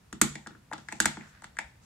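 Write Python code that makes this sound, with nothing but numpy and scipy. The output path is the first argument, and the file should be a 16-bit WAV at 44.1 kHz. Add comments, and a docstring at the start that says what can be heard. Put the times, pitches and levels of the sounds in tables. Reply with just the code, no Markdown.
"""Small hard objects knock on a wooden desk as a cat's paw fishes in a narrow gap at its edge.
Each knock is a click with a brief chatter: it makes the object clack, crack and tick,
the desk boom and the gap ring hollow. Between knocks the object drags lightly, the paw
pushes on the desk and fur brushes the boards. The small room echoes the knocks and rumbles quietly."""
import sys
import numpy as np
from scipy import signal
from scipy.fft import rfft, irfft
from scipy.io import wavfile
from scipy.ndimage import uniform_filter1d

SR = 44100
rng = np.random.default_rng(int(sys.argv[2]) if len(sys.argv) > 2 else 0)


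def wav_record(signal):
    """Record a signal, one row per channel, as 16-bit PCM in the file named by sys.argv[1]."""
    frames = np.transpose(np.atleast_2d(signal))
    bounded = np.clip(frames, -1, 1)
    # unit amplitude maps onto the largest positive 16-bit level
    quanta = np.round(bounded * 32767).astype(np.int16)
    wavfile.write(sys.argv[1], SR, quanta)


N = 81585

# Each knock: t/s, level/dB of five parts (desk, hollow, clack, crack, tick),
# clack f/Hz, spread of the clack's tones (0 = all on one pitch), chatter length/s
KNOCKS = [ (0.1268, -37, -53, -40, -47, -40, 1400, 0.95, .0012),
          (0.2137, -20.5, -34, -19, -25, -12, 1480, 1.33, 0.0018),
          (0.3534, -42, -43, -38, -45, -44.5, 1910, 0.62, 0.0021),
          (0.4618, -50.5, -48, -42.5, -79, -71, 1650, 0.26, 0.0011),
          (0.4704, -44.5, -50.5, -41, -47, -47, 1400, 0.8, .0011),
          (0.5068, -48.5, -84, -52, -78, -75, 1520, 0.35, 0.0015),
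          (.5497, -51, -69, -52.5, -81, -76, 1484, 0.4, 0.00057),
          (0.713, -55, -36.5, -44.5, -65, -61.5, 1480, 0.65, .001),
          (0.7253, -42.5, -59, -34.5, -70, -53, 1600, 0.77, .0014),
          (0.7319, -42.5, -38.5, -36.5, -42, -42.5, 1380, 0.48, 0.0018),
          (0.78, -48.5, -57, -50.5, -50.5, -55, 1470, 0.9, 0.00096),
          (.8855, -54, -49.5, -35, -47.5, -46.5, 1750, 0.56, .001),
          (.9175, -55, -49, -48, -78, -59, 1580, 1.06, .001),
          (0.9234, -40.5, -40, -36.5, -47, -37.5, 1850, 1, .0012),
          (1.0011, -30.5, -36.5, -19, -25.5, -17.5, 1606, 0.15, 0.0017),
          (1.0200, -38.5, -49, -42, -50, -33, 1600, .8, .0015),
          (1.0451, -67, -61, -32, -59, -57, 1593, 0.24, 0.00038),
          (1.0557, -30.5, -30, -20, -26.5, -19.5, 1620, 0.91, .0011),
          (1.1698, -38.5, -44.5, -41.5, -60, -59, 1537, 1.07, 0.0013),
          (1.2090, -51, -54.5, -46, -65, -69, 1980, 0.65, 0.00075),
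          (1.4205, -58.5, -52, -50.5, -61, -53.5, 1500, 0.84, 0.00061),
          (1.4367, -59.5, -54, -53, -71, -55, 1560, 0.9, 0.00058),
          (1.4415, -56.5, -50.5, -41.5, -48.5, -45.5, 1530, 0.98, .0012),
          (1.5683, -69, -64.5, -41, -60.5, -52.5, 1674, 0.6, .0009),
          (1.5867, -50.5, -36, -26, -40.5, -35.5, 1780, 0.85, .0019), ]
def knocks():
    """Every knock shakes both the wood and the object that hits it."""
    desk, objects = np.zeros((2, 2, N))
    for start, desk_db, hollow_db, clack_db, crack_db, tick_db, pitch_hz, spread, chatter_s in KNOCKS:
        add(objects, start, object_clack(clack_db, chatter_s, pitch_hz, spread))
        add(objects, start, object_crack(crack_db, chatter_s))
        add(objects, start, object_tick(tick_db, chatter_s))
        add(desk, start, desk_boom(desk_db, chatter_s))
        add(desk, start, gap_hollow(hollow_db, chatter_s))
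    return desk, objects


# The object's middle tones: multiple of the pitch at spread 1, level/dB, fade/s (time to drop 60 dB)
CLACK_TONES = [(.83, -1.5, 0.0056), (0.998, -1, 0.011), (1.16, -4.5, 0.011), (1.36, -5, 0.0087)]
def object_clack(db, chatter_s, pitch_hz, spread):
    """The object rings around a pitch that changes from knock to knock."""
    tones = [(pitch_hz * multiple ** spread, level, fade) for multiple, level, fade in CLACK_TONES]
    return struck(tones, db - 2.5, chatter_s, chatter_db=-2, left_db=4, width=0)


# The object's high tones: f/Hz, level/dB, fade/s
CRACK_TONES = [(2640, -4.5, 0.0044), (3520, -4.5, 0.0056), (4350, -3, 0.0037), (5712, -3, 0.0035)]
def object_crack(db, chatter_s):
    """These tones die so fast that they sound like one sharp crack."""
    return struck(CRACK_TONES, db - 3.5, chatter_s, chatter_db=7, left_db=-1, width=.5)


# The object's highest tones: f/Hz, level/dB, fade/s
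TICK_TONES = [(6420, -3.5, 0.0058), (6610, -8, 0.019), (7042, -4.5, 0.015), (7280, -9, .028),
              (7850, -0.5, .007), (8680, -4, 0.0076), (9440, -3, 0.0026), (12060, -5, 0.0017),
              (13700, -13.5, 0.0044)]
def object_tick(db, chatter_s):
    """Harder knocks are brighter: their tones above 8500 Hz ring more strongly."""
    db_per_octave = .48 * (db + 17.5)
    tones = [(hz, level + db_per_octave * max(np.log2(hz / 8500), 0), fade)
             for hz, level, fade in TICK_TONES]
    return struck(tones, db - 3.5, chatter_s, chatter_db=10.5, left_db=-3.5, width=1)


# The desk's low tones: f/Hz, level/dB, fade/s
DESK_TONES = [(125.7, -12.5, 0.16), (146.83, -17, .8), (173, -12, 0.027), (202.75, -2, 0.17),
              (240, -2, 0.1), (309.7, -4, 0.11), (348, -2.5, 0.036), (417.6, -1, 0.032)]
def desk_boom(db, chatter_s):
    """The boards ring lower and longer than the object."""
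    return struck(DESK_TONES, db - 1, chatter_s, chatter_db=-22.5, left_db=0, width=1)


# The gap's tones: f/Hz, level/dB, fade/s
GAP_TONES = [(530, -8.5, .014), (652, -5, 0.017), (803, -2.5, 0.027), (882.4, -1.5, 0.029),
             (1028, -8, 0.022)]
def gap_hollow(db, chatter_s):
    """The narrow gap answers with a short, hollow ring."""
    return struck(GAP_TONES, db - .5, chatter_s, chatter_db=4, left_db=4, width=1)


def struck(tones, db, chatter_s, chatter_db, left_db, width):
    """One hit sets fading tones ringing; left_db tips the sound toward the left ear."""
    window_s = .008  # db is the level if all the energy fell within this time
    length_s = min(.5, max(fade for _, _, fade in tones) + window_s)
    t = np.arange(int(length_s * SR)) / SR
    t = np.maximum([t, t - .00005], 0)  # the right ear hears it a little later
    ring = sum((-1) ** k * from_db(level - 60 * t / fade) * np.sin(2 * np.pi * hz * t)
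               for k, (hz, level, fade) in enumerate(tones))
    force = contact_force(chatter_s, chatter_db, width)
    balance = from_db([[left_db / 2], [-left_db / 2]])
    sound = unit(signal.fftconvolve(force, ring, axes=1) * balance)
    return from_db(db) * np.sqrt(window_s * SR) * sound


def contact_force(chatter_s, chatter_db, width):
    """A click in a burst of chatter; width 0 gives both ears the same chatter, 1 gives each its own."""
    age = np.arange(SR // 50) / SR / chatter_s
    shape = np.sqrt(age) * np.exp(-age)
    noise = rng.standard_normal((3, len(age)))
    chatter = np.sqrt(1 - width) * noise[0] + np.sqrt(width) * noise[1:]
    force = from_db(chatter_db) * unit(chatter * shape)
    force[:, np.searchsorted(age[:-1], .5)] += 1  # the click, at the chatter's peak
    for _ in range(3):  # make all pitches about equally strong, yet keep the burst short
        spectrum = rfft(force)
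        force = irfft(spectrum / (np.abs(spectrum) + 1e-9), len(age)) * shape ** .25
    return force


# Each drag: middle t/s, half-length/s, level/dB
DRAGS = [(.53, 0.059, -68.5), (1.24, 0.053, -56.5), (1.36, 0.062, -60)]
# Its tone colour: f/Hz, level/dB
DRAG_COLOUR = [(500, -10.5), (900, -11.5), (1600, 3), (2400, -9), (7000, -20), (15000, -63)]
def object_drags():
    """The object scrapes lightly along the board."""
    return rubbing(DRAGS, DRAG_COLOUR, grain_db=2.5)


# Each push of the paw: t/s, level/dB
PUSHES = [(.128, -54), (.222, -44.5), (0.301, -50), (1.006, -50), (1.061, -49), (1.644, -53)]
def paw_pushes():
    """A soft push sways the desk top at its lowest tone."""
    pitch_hz, rise_s, fade_s = 64, .012, .11
    out, t = np.zeros((2, N)), np.arange(N) / SR
    swell = (1 - np.exp(-t / rise_s)) * from_db(-60 * t / fade_s)
    sway = np.sin(2 * np.pi * pitch_hz * t) * swell
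    for start, db in PUSHES:
        add(out, start, from_db(db) * sway / sway.max())
    return out


# Each brush of fur: middle t/s, half-length/s, level/dB
BRUSHES = [(.45, .03, -83), (.80, 0.033, -62.5), (0.958, 0.078, -58), (1.29, .04, -64.5),
           (1.84, 0.021, -63)]
# Its tone colour: f/Hz, level/dB
FUR_COLOUR = [(500, 1), (1600, 5.5), (3000, -3), (5000, -1), (7200, 5), (9500, -27), (15000, -20.5)]
def fur_brushes():
    """Fur slides over the boards with a soft hiss."""
    return rubbing(BRUSHES, FUR_COLOUR, grain_db=3)


def rubbing(strokes, colour, grain_db):
    """Rubbing makes a grainy hiss that swells and fades with each stroke."""
    t = np.arange(N) / SR
    swell = sum(from_db(db) * np.exp(-((t - middle) / half) ** 2) for middle, half, db in strokes)
    grain = unit(uniform_filter1d(rng.standard_normal(N), size=90)) * np.sqrt(N)
    return swell * from_db(grain_db * grain) * coloured_noise(colour)


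# The echo's tone colour: f/Hz, level/dB
ECHO_COLOUR = [(100, -11), (220, -7.5), (450, -6), (850, -9), (1600, -12.5), (3500, -4), (7000, -13.5),
               (14000, -16)]
# How long its tail lasts: f/Hz, fade/s
ECHO_FADE = [(100, 1), (250, 0.19), (700, 0.37), (1800, 0.39), (4000, 0.4), (7500, 0.4), (14000, 0.13)]
def room_echo(sound):
    """Sound bounces quickly off the furniture, then each pitch dies away at its own speed."""
    build_s, early_fade_s = .0017, .22
    t = np.arange(int(.8 * SR)) / SR
    build = 1 - np.exp(-(t / build_s) ** 2)
    early = from_db(3) * unit(build * from_db(-60 * t / early_fade_s))
    echo = 0
    for hz, band in noise_bands(len(t)):
        tail = unit(build * from_db(-60 * t / at_hz(ECHO_FADE, hz)))
        echo += from_db(at_hz(ECHO_COLOUR, hz)) * band * np.hypot(early, tail)
    return signal.fftconvolve(sound, echo, axes=1)[:, :N]


# The quiet room's tone colour: f/Hz, level/dB
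RUMBLE_COLOUR = [(25, -14), (65, 1), (160, -2), (260, -13), (450, -18.5), (900, -18), (1700, -20.5),
                 (3000, -26.5), (8000, -29.5), (16000, -39.5)]
def room_rumble():
    """The room has a steady rumble and a faint hiss."""
    return from_db(-59.5) * coloured_noise(RUMBLE_COLOUR)


def coloured_noise(colour):
    """Steady noise whose lows and highs follow a table."""
    return unit(sum(from_db(at_hz(colour, hz)) * band for hz, band in noise_bands(N))) * np.sqrt(N)


# How alike noise is in the two ears: f/Hz, likeness (1 = the same)
LIKENESS = [(60, 0.98), (150, 1), (300, 0.5), (700, 0.083), (2000, 0.19), (12000, .05)]
def noise_bands(size):
    """Noise in half-octave slices: the ears share the low ones and hear the high ones differently."""
    edges = 22 * 2 ** np.arange(0, 9.6, .5)
    white = rng.standard_normal((2, 2, size + SR // 4))
    for k, (low, high) in enumerate(zip(edges, edges[1:])):
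        bandpass = signal.butter(2, [low, high], "band", fs=SR, output="sos")
        mid, side = signal.sosfilt(bandpass, white[k % 2])[:, -size:]
        hz = np.sqrt(low * high)
        alike = np.clip(at_hz(LIKENESS, hz), 0, .995)
        yield hz, np.sqrt((1 + alike) / 2) * mid + np.sqrt((1 - alike) / 2) * side * [[1], [-1]]


def from_db(db):
    """Turn decibels into a multiplier."""
    return 10 ** (np.asarray(db) / 20)


def unit(x):
    """Scale to an average energy of one per channel."""
    return x / np.sqrt(np.mean(np.sum(x ** 2, axis=-1)) + 1e-20)


def at_hz(points, hz):
    """Read between a table's rows at a given pitch."""
    freqs, values = np.transpose(points)
    return np.interp(np.log(hz), np.log(freqs), values)


def add(out, start_s, sound):
    """Mix a sound in at a given time."""
    i = max(int(start_s * SR), 0)
    out[:, i:i + sound.shape[-1]] += sound[..., :N - i]


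def scene():
    """Mix the knocks and their echoes with the drags, the paw and the quiet room."""
    desk, objects = knocks()
    out = desk + objects + room_echo(desk + objects)
    add(out, .0042, from_db(-9) * objects)  # a bounce off the facing board
    return out + object_drags() + paw_pushes() + fur_brushes() + room_rumble()


def record(dry):
    """Flatten any peak that is too loud, then cut the very highest pitches."""
    lowpass = signal.cheby2(14, 60, 16500, fs=SR, output="sos")
    return signal.sosfilt(lowpass, np.clip(dry, -.85, .85))


dry = scene()
out = record(dry)
wav_record(out)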